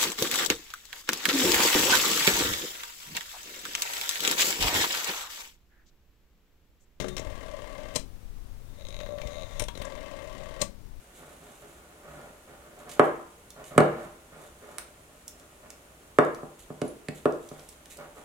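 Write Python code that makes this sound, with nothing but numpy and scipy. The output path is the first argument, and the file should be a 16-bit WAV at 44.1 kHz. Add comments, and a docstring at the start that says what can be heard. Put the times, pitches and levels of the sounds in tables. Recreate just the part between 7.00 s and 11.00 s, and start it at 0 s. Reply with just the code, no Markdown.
"""An old rotary telephone, dialled on a desk in a quiet room, with one microphone on the left channel.
The finger lets go, the wheel whirs home against its governor and clacks into its rest.
It is wound again over a ticking ratchet, knocks on the finger stop, and runs home once more.
The case rings with the knocks and the hand bumps the telephone on the desk. Behind it are a short
echo and the room's low rumble; the idle right channel carries only hiss."""
import sys
import numpy as np
from scipy import signal
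from scipy.fft import rfft, irfft
from scipy.io import wavfile
from scipy.ndimage import uniform_filter1d

SR = 44100
rng = np.random.default_rng(int(sys.argv[2]) if len(sys.argv) > 2 else 0)


def store_wav(level_fs):
    """Save 16-bit WAV to argv[1]."""
    pcm = np.round(np.clip(np.atleast_2d(level_fs), -1, 1) * 32767)
    wavfile.write(sys.argv[1], SR, pcm.T.astype(np.int16))


N = 4 * SR
TIME = np.arange(N) / SR


def amp(db):
    """Decibels to gain."""
    return 10 ** (np.asarray(db) / 20)


def unit_rms(x):
    """Scales to rms 1."""
    return x / np.sqrt(np.mean(x ** 2) + 1e-20)


def fader(points):
    """A gain that moves through points of seconds and dB."""
    return amp(np.interp(TIME, *np.transpose(points)))


def curve_at(points, hz):
    """Reads a curve on a log-frequency axis."""
    point_hz, value = np.transpose(points)
    return np.interp(np.log(hz + 1), np.log(point_hz + 1), value)


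def add(mix, start_s, sound):
    """Mixes a sound in at its start time."""
    part = mix[max(round(start_s * SR), 0):][:len(sound)]
    part += sound[:len(part)]


def colour(x, spectrum, modes=(), size=16384):
    """Causal filter of unit energy: a broad spectrum times ringing resonances."""
    hz = abs(np.fft.fftfreq(size, 1 / SR))
    boost = 1 + sum(amp(db) ** 2 / (1 + (2 * (hz - f) / width) ** 2) for f, width, db in modes)
    log_gain = np.log(amp(curve_at(spectrum, hz)) * np.sqrt(boost))
    minimum_phase = np.exp(np.conj(signal.hilbert(log_gain)))
    ring = np.fft.ifft(minimum_phase).real[:size // 2]
    return signal.oaconvolve(x, ring / np.linalg.norm(ring))[:N]


def tone(hz, t60):
    """One dying mode, falling at 60 dB per t60 seconds."""
    t = TIME[:SR // 4]
    return amp(-60 * t / t60) * np.sin(2 * np.pi * hz * t)


def ringing(force, modes):
    """A force rings a set of dying modes whose response has unit energy."""
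    ring = sum(amp(db) * tone(hz, t60) for hz, db, t60 in modes)
    return signal.oaconvolve(force, ring / np.linalg.norm(ring))[:N]


def contact(decay_s, rise_s=0.00096, size=2048):
    """A short chattering contact that swells and dies, with the energy of 10 ms at level 1."""
    t = TIME[:size]
    fade = np.exp(-t / decay_s) * (1 - np.exp(-t / rise_s))
    force = rng.standard_normal(size) * fade
    for _ in range(3):  # flatten the spectrum, then restore the envelope
        spectrum = rfft(force)
        force = irfft(spectrum / (abs(spectrum) + 1e-12))
        force *= fade / np.sqrt(uniform_filter1d(force ** 2, size=64) + 1e-9)
    return force / np.linalg.norm(force) * np.sqrt(SR / 100)


def grit(spread_db=3, grain_samples=25):
    """Dense tiny impacts of uneven size."""
    noise = rng.standard_normal(N)
    unevenness = uniform_filter1d(rng.standard_normal(N), grain_samples) * np.sqrt(grain_samples)
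    return unit_rms(noise * amp(spread_db * unevenness))


# Resonances of the case and dial plate, heard in most of the dial's sounds.
# Each row: frequency in Hz, width in Hz, boost in dB.
CASE_MODES = [(543.7, 20, 18.5), (597, 19.4, 13.5), (640, 26.6, 15), (881, 34, 7.5), (1033, 27, 11.5),
              (1146, 38, 14), (1597, 78, 7.5), (1896, 80, 4.5), (2091, 57, 8.5), (2740, 31, 3.5),
              (3127, 58, 4.5), (3580, 15, 10), (3996, 58, 3.5)]
# Knocks at the dial. Each row: start in seconds, an unused peak level, then case, low-mid, mid,
# treble and top levels in dB before each band's trim, decay in seconds.
KNOCKS = [(0.0, -19, -28.5, -40, -36.5, -42.5, -47.5, 0.0052), (0.01, -27, -30, -53, -41, -47, -53, 0.0045),
          (0.021, -30, -40, -44, -50, -46, -53, 0.0066),
          (0.042, -23, -25.5, -40.5, -45.5, -56, -59, 0.0043),
          (0.082, -30, -34.5, -45.5, -41.5, -44.5, -46, 0.0079),
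          (0.166, -26, -32.5, -42.5, -37.5, -40, -45.5, 0.0049),
          (0.179, -3, -36, -47, -36, -41, -53, 0.0045), (0.194, -24, -29, -55.5, -58, -43, -53, 0.0044),
          (1.885, -36, -39, -72, -54.5, -53, -55, 0.0055), (2.001, -31, -39.5, -45, -45, -54, -69, 0.0071),
          (2.061, -35, -38, -47.5, -49, -62, -66, 0.004), (2.183, -31, -41.5, -47, -47, -61, -70, 0.0042),
          (2.215, -30, -44, -50, -44, -53, -67, 0.0036), (2.272, -29, -63, -56, -44.5, -48.5, -58, 0.0031),
          (2.595, -17, -33.5, -41.5, -34, -34, -30, 0.0049),
          (2.602, -24, -30, -42.5, -40.5, -42, -45, 0.0033), (2.62, -23, -30, -46, -43, -42, -38, 0.004),
          (2.638, -29, -47, -66, -44, -43.5, -43, 0.0028), (2.683, -33, -35, -42.5, -39, -44, -48, 0.0039),
          (2.753, -35, -36.5, -55, -48.5, -58, -59, 0.003),
          (2.774, -24, -33.5, -48, -48.5, -52, -49.5, 0.0034),
          (2.817, -26, -37, -46.5, -39.5, -51, -48.5, 0.0054),
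          (2.85, -29, -64, -47.5, -61, -48.5, -50.5, 0.004)]
# One spectrum for each of those five bands. Each point: frequency in Hz, gain in dB.
KNOCK_SPECTRA = [
    [(50, 3.5), (200, -0.5), (420, -3), (600, -12), (900, -14.5), (2500, -57)],
    [(400, -37), (880, 5.5), (1300, 5), (1900, 7), (3200, -46)],
    [(1100, -31), (2200, 5), (4200, 4.5), (6000, -13)],
    [(3500, -43), (5400, 9), (7600, 4), (10000, -36)],
    [(6000, -23), (8400, 8.5), (11000, -1), (15500, -24)],
]

def knocks(trims_db=(-5, -0.5, -2, -1.5, -3.5)):
    """Finger and wheel knock on the stop and in the holes, each knock dull or bright in its own way."""
    out = np.zeros(N)
    for band, spectrum in enumerate(KNOCK_SPECTRA):
        force = np.zeros(N)
        for start, _, *levels_db, decay_s in KNOCKS:
            add(force, start, amp(levels_db[band] + trims_db[band]) * contact(decay_s))
        out += colour(force, spectrum, CASE_MODES)
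    return out


# Friction at the shaft. Each row: time in seconds, level in dB.
RUB_LEVELS = [(0, -40.5), (.05, -44), (.13, -51), (.165, -54), (.24, -88), (1.6, -72), (1.76, -59),
              (1.95, -52.5), (2.15, -53.5), (2.3, -46), (2.44, -48), (2.52, -46), (2.6, -44.5), (2.7, -65),
              (2.76, -51), (2.83, -49), (2.9, -91)]
# Its colour. Each row: frequency in Hz, gain in dB.
RUB_SPECTRUM = [(60, 7), (300, -8.5), (600, -1.5), (800, -6.5), (1400, -11.5), (2200, -8.5), (3300, -14),
                (3750, -6.5), (4500, -16), (5600, -15), (6600, -9.5), (8200, -19.5), (10000, -20),
                (15000, -35)]
# Its thin ring. Each row: frequency in Hz, relative level in dB, t60 in seconds.
RUB_MODES = [(3670, 4, 0.14), (3830, -12, .05), (6440, -2, 0.022)]

def shaft_rub():
    """The wheel rubs on its shaft under the finger."""
    friction = grit() * fader(RUB_LEVELS)
    return colour(friction, RUB_SPECTRUM, CASE_MODES) + 0.17 * ringing(friction, RUB_MODES)


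# The heavier presses. Each row: start in seconds, level in dB.
PRESSES = [(.010, -33), (.043, -31.5), (.082, -35.5), (.961, -41.5), (2.25, -58), (2.597, -56), (2.62, -52)]
# The housing's low modes. Each row: frequency in Hz, relative level in dB, t60 in seconds.
HOUSING_MODES = [(137.6, -6, 0.43), (193, 3.5, 0.17), (267, -0.5, 0.13), (367.6, -0.5, 0.32),
                 (436.7, 0, 0.35)]

def housing_booms():
    """The hollow housing rings when it is pressed hard."""
    force = np.zeros(N)
    for start, db in PRESSES:
        add(force, start, amp(db) * contact(decay_s=0.002))
    return ringing(force, HOUSING_MODES)


# Knocks that leave a clear pitch. Each row: start in seconds, pitch in Hz, level in dB, t60 in seconds.
CHINKS = [(.044, 1180, -33, 0.053), (0.168, 5450, -40, .05), (.194, 7200, -41, .05),
          (2.002, 2500, -44, .05), (2.217, 2300, -37, 0.028), (2.597, 2280, -37, .06),
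          (2.620, 595, -24, 0.062), (2.684, 950, -39.5, 0.1), (2.683, 3300, -41.5, 0.073),
          (2.753, 4000, -38, 0.039), (2.774, 3800, -44, 0.044), (2.851, 7400, -38.5, 0.047)]

def chinks():
    """The wheel and the finger stop ring briefly after a knock."""
    out = np.zeros(N)
    for start, hz, db, t60 in CHINKS:
        add(out, start, amp(db) * tone(hz, t60))
    return out


# The wheel's runs home. Each row: start and end in seconds, level in dB, governor turns per second,
# a moment in seconds at which a turn begins.
RETURNS = [(0.167, 0.96, -42.5, 18.8, .251), (2.788, 3.614, -42, 18.72, 2.903)]
# The governor's catches. Each row: place as a share of the turn, gear weight, brake weight.
CATCHES = [(0.352, 0.94, 1.1), (0.701, 0.17, .35), (0.929, 0.67, 2.3)]
# The colours of gears and brake. Each row: frequency in Hz, gain in dB.
GEAR_SPECTRUM = [(40, -8.5), (150, -2), (300, 0.5), (470, -5), (540, -1), (640, -1.5), (730, -8.5),
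                 (1130, -7.5), (1350, -14), (1900, -9), (3200, -13.5), (4500, -19), (9000, -29),
                 (15000, -42)]
BRAKE_SPECTRUM = [(1000, -25), (3000, 8), (4500, 0), (6500, 2), (8700, -1.5), (11000, -8.5), (15000, -30)]
# The gear train's hum. Each row: frequency in Hz, relative level in dB, t60 in seconds.
HUM_MODES = [(549, -0.72, 0.56), (600.6, 0.61, 0.25), (637.6, -2.9, 0.17)]

def return_whir(run_up_s=0.018, slack_db_per_s=-0.5, catch_decay_turns=0.19):
    """Gears chatter and the governor's brake hisses, catching three times in every turn."""
    gears, brake = np.zeros((2, N))
    for start, end, db, turns_per_s, turn_start in RETURNS:
        running = np.clip((TIME - start) / run_up_s, 0, 1) * (TIME < end)
        level = running * amp(db + slack_db_per_s * (TIME - (start + end) / 2))
        turns = (TIME - turn_start) * turns_per_s
        gear_drive, brake_drive = 0.47, 0.21  # the steady part under the catches
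        for place, gear_weight, brake_weight in CATCHES:
            catch = np.exp(-((turns - place) % 1) / catch_decay_turns)
            gear_drive += gear_weight * catch
            brake_drive += brake_weight * catch
        gears += level * unit_rms(gear_drive)
        brake += level * unit_rms(brake_drive)
    hum = amp(-8) * ringing(gears * grit(), HUM_MODES)
    chatter = colour(gears * grit(), GEAR_SPECTRUM, CASE_MODES)
    hiss = amp(-17) * colour(brake * grit(), BRAKE_SPECTRUM)
    return hum + chatter + hiss


# The hand bumps the telephone. Each row: start in seconds, rocking level in dB, frequency in Hz,
# decay in seconds, relative thud level in dB.
BUMPS = [(0.267, -33, 45.2, .04, -45), (.447, -37, 35, 0.034, -53), (2.249, -28, 55.7, 0.017, -36),
         (2.552, -31, 22, 0.045, -51), (2.612, -24, 30.5, 0.02, -33), (2.661, -29, 43.4, 0.025, -55),
         (2.797, -27.5, 33.4, 0.022, -36.5)]
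# The thud on the desk. Each row: frequency in Hz, gain in dB.
BUMP_SPECTRUM = [(30, 0), (110, 10.5), (230, -5), (500, -48.5)]

def desk_bumps():
    """Low, quickly damped rocking of the telephone under the hand, with a dull thud."""
    rocking, thuds = np.zeros((2, N))
    t = TIME[:SR // 2]
    for start, db, hz, decay_s, thud_db in BUMPS:
        add(rocking, start, amp(db) * np.sin(2 * np.pi * hz * t) * np.exp(-t / decay_s))
        add(thuds, start, amp(thud_db) * contact(decay_s=0.01))
    return rocking + amp(-1.5) * colour(thuds, BUMP_SPECTRUM)


# The wheel lands and rattles. Each row: start and decay in seconds, metal and case levels in dB.
CLACKS = [(0.949, 0.0056, -42, -42), (0.9554, 0.0057, -32.5, -31), (0.9585, 0.0046, -25.5, -30),
          (.9650, 0.0025, -41, -31), (.994, 0.014, -47, -50), (3.604, .008, -47, -47),
          (3.6122, 0.0017, -46, -32), (3.615, 0.0043, -26, -38), (3.6183, 0.0026, -29, -37),
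          (3.623, 0.0025, -48, -27), (3.641, 0.0076, -58, -42)]
# The colours of the struck metal and case. Each row: frequency in Hz, gain in dB.
METAL_SPECTRUM = [(940, -15), (1600, -47), (1710, -8.5), (2410, -10), (2860, -5.5), (3080, -6.5),
                  (3490, -2.5), (3800, -6), (4180, 6), (4380, -17), (4510, -3), (4680, -6), (5050, -1),
                  (5300, -1.5), (5830, -4.5), (6170, -1.5), (6650, -0.5), (7180, -1), (7600, -4.5),
                  (8280, 0), (9460, -14), (10200, -9.5), (11000, -18), (13100, -17.5), (15500, -34)]
SLAM_SPECTRUM = [(30, -10), (120, 4.5), (250, 10.5), (400, 1), (560, 3), (760, -9.5), (1130, -4.5),
                 (1500, -14.5), (2500, -9.5), (6000, -31)]

def home_clacks():
    """The wheel hits its rest: bright metal and a thud through the case."""
    metal, case = np.zeros((2, N))
    for start, decay_s, metal_db, case_db in CLACKS:
        add(metal, start, amp(metal_db) * contact(decay_s))
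        add(case, start, amp(case_db) * contact(decay_s))
    return colour(metal, METAL_SPECTRUM) + colour(case, SLAM_SPECTRUM, CASE_MODES)


# The finger winds the wheel. Each row: time in seconds, ratchet teeth passed.
WINDING = [(1.785, 0), (1.821, 3), (1.851, 4), (1.885, 6), (1.9052, 7), (1.9255, 8), (1.9428, 9),
           (1.965, 10), (1.9893, 11), (2.033, 13), (2.072, 15), (2.123, 18), (2.154, 20), (2.177, 21),
           (2.199, 22), (2.235, 24), (2.272, 27), (2.368, 35), (2.410, 38), (2.433, 40)]
# The ratchet's strength. Each row: time in seconds, pawl tick and push into the case in relative dB.
RATCHET_LEVELS = [(1.78, -64, -47), (1.85, -54, -48.5), (1.93, -49.5, -42.5), (2.0, -49, -36),
                  (2.07, -57.5, -39), (2.14, -64.5, -35.5), (2.24, -74, -37.5), (2.33, -56.5, -43),
                  (2.43, -50, -37)]
# The colours of tick and push. Each row: frequency in Hz, gain in dB.
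PAWL_SPECTRUM = [(500, -26), (1400, -25), (2200, 5.5), (3200, -2.5), (3850, 9), (4500, -2.5), (5500, -6),
                 (6600, 4), (7600, -17), (10000, -8.5), (15000, -37)]
PUSH_SPECTRUM = [(30, 0), (150, 2.5), (300, -3), (450, -6), (600, 2.5), (760, -23), (1130, -11),
                 (1400, -25.5), (2500, -20), (6000, -60)]
# The pawl's ring. Each row: frequency in Hz, relative level in dB, t60 in seconds.
PAWL_MODES = [(3530, -14, .06), (3853, 11, 0.034), (4100, 0, .035)]

def ratchet(tick_decay_s=0.00154, spread_db=1.5, slack_hz=540, tight_hz=631):
    """The pawl drops over each tooth, ringing itself, the dial plate and the case."""
    tooth_times, teeth = np.transpose(WINDING)
    level_times, tick_db, push_db = np.transpose(RATCHET_LEVELS)
    ticks, pushes, plate = np.zeros((3, N))
    for tooth in range(round(teeth[-1]) + 1):
        start = np.interp(tooth, teeth, tooth_times)
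        chance_db = spread_db * rng.standard_normal()
        tick = amp(np.interp(start, level_times, tick_db) + chance_db)
        push = amp(np.interp(start, level_times, push_db) + chance_db)
        plate_hz = slack_hz + (tight_hz - slack_hz) * tooth / teeth[-1]  # rises as the spring tightens
        add(ticks, start, tick * contact(tick_decay_s))
        add(pushes, start, push * contact(tick_decay_s))
        add(plate, start, push * tone(plate_hz, t60=0.08))
    pawl = colour(ticks, PAWL_SPECTRUM, CASE_MODES) + 0.62 * ringing(ticks, PAWL_MODES)
    case = amp(-2.5) * colour(pushes, PUSH_SPECTRUM, CASE_MODES)
    return pawl + plate + case


# How long the room rings. Each row: frequency in Hz, t60 in seconds.
ROOM_T60 = [(150, 0.64), (500, 0.27), (2000, 0.22), (7000, 0.18), (15000, .14)]
# The colour of its echo. Each row: frequency in Hz, gain in dB.
ROOM_SPECTRUM = [(100, -4), (700, -5), (1500, 1.5), (6000, -3.5), (15000, 2)]

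def room_echo(direct, rise_s=0.0028):
    """A short, diffuse tail reaches the microphone from the desk corner and the walls."""
    hz, t, noise = signal.stft(rng.standard_normal(SR // 2), SR, nperseg=256)
    tail_db = curve_at(ROOM_SPECTRUM, hz)[:, None] - 60 * t / curve_at(ROOM_T60, hz)[:, None]
    _, tail = signal.istft(noise * amp(tail_db), SR)
    tail *= np.minimum(TIME[:len(tail)] / rise_s, 1)
    return signal.fftconvolve(direct, tail / np.linalg.norm(tail))[:N]


# The room's noise floor and rumble at the microphone. Each row: frequency in Hz, gain in dB.
FLOOR_SPECTRUM = [(8, -22.5), (20, -7), (45, -14.5), (108, -23.5), (170, -28.5), (230, -30), (330, -35),
                  (460, -36.5), (620, -40.5), (1040, -44.5), (2640, -51.5), (15500, -59)]
RUMBLE_SPECTRUM = [(15, -1), (35, -2.5), (60, -14), (110, -13), (170, -36.5), (400, -58)]
# The rumble's swells. Each row: time in seconds, level in dB.
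RUMBLE_LEVELS = [(0, -64), (.3, -38.5), (.6, -58), (1.1, -44), (1.4, -45), (1.7, -41.5), (2.0, -42.5),
                 (2.3, -49), (2.5, -41.5), (2.65, -55), (2.9, -63), (3.4, -49), (4, -56)]

def room_tone():
    """Behind the telephone lie a steady noise floor and a low rumble that comes and goes."""
    floor = unit_rms(colour(rng.standard_normal(N), FLOOR_SPECTRUM))
    rumble = unit_rms(colour(rng.standard_normal(N), RUMBLE_SPECTRUM))
    return amp(-45.5) * floor + fader(RUMBLE_LEVELS) * rumble


# The idle channel's noise. Each row: frequency in Hz, gain in dB.
HISS_SPECTRUM = [(20, 10), (100, 0), (500, -3.5), (2000, -6), (8000, -7.5), (15500, -10.5)]

def channel_hiss():
    """The channel with no microphone hisses faintly."""
    return amp(-63) * colour(rng.standard_normal(N), HISS_SPECTRUM)


def scene(echo_db=-7.5, mic_gain_db=3.5):
    """Left: the microphone, near enough for the dial to stand above its echo. 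Right: only hiss."""
    phone = knocks() + shaft_rub() + housing_booms() + chinks()
    phone += return_whir() + home_clacks() + ratchet()
    at_mic = phone + desk_bumps() + amp(echo_db) * room_echo(phone) + room_tone()
    return np.array([amp(mic_gain_db) * at_mic, channel_hiss()])


def record(dry, edge_hz=16000):
    """The recorder's band limit takes off the very top."""
    lowpass = signal.firwin(511, edge_hz, window=("kaiser", 9), fs=SR)
    return signal.oaconvolve(dry, lowpass[None], "same")


dry = scene()
out = record(dry)
store_wav(out)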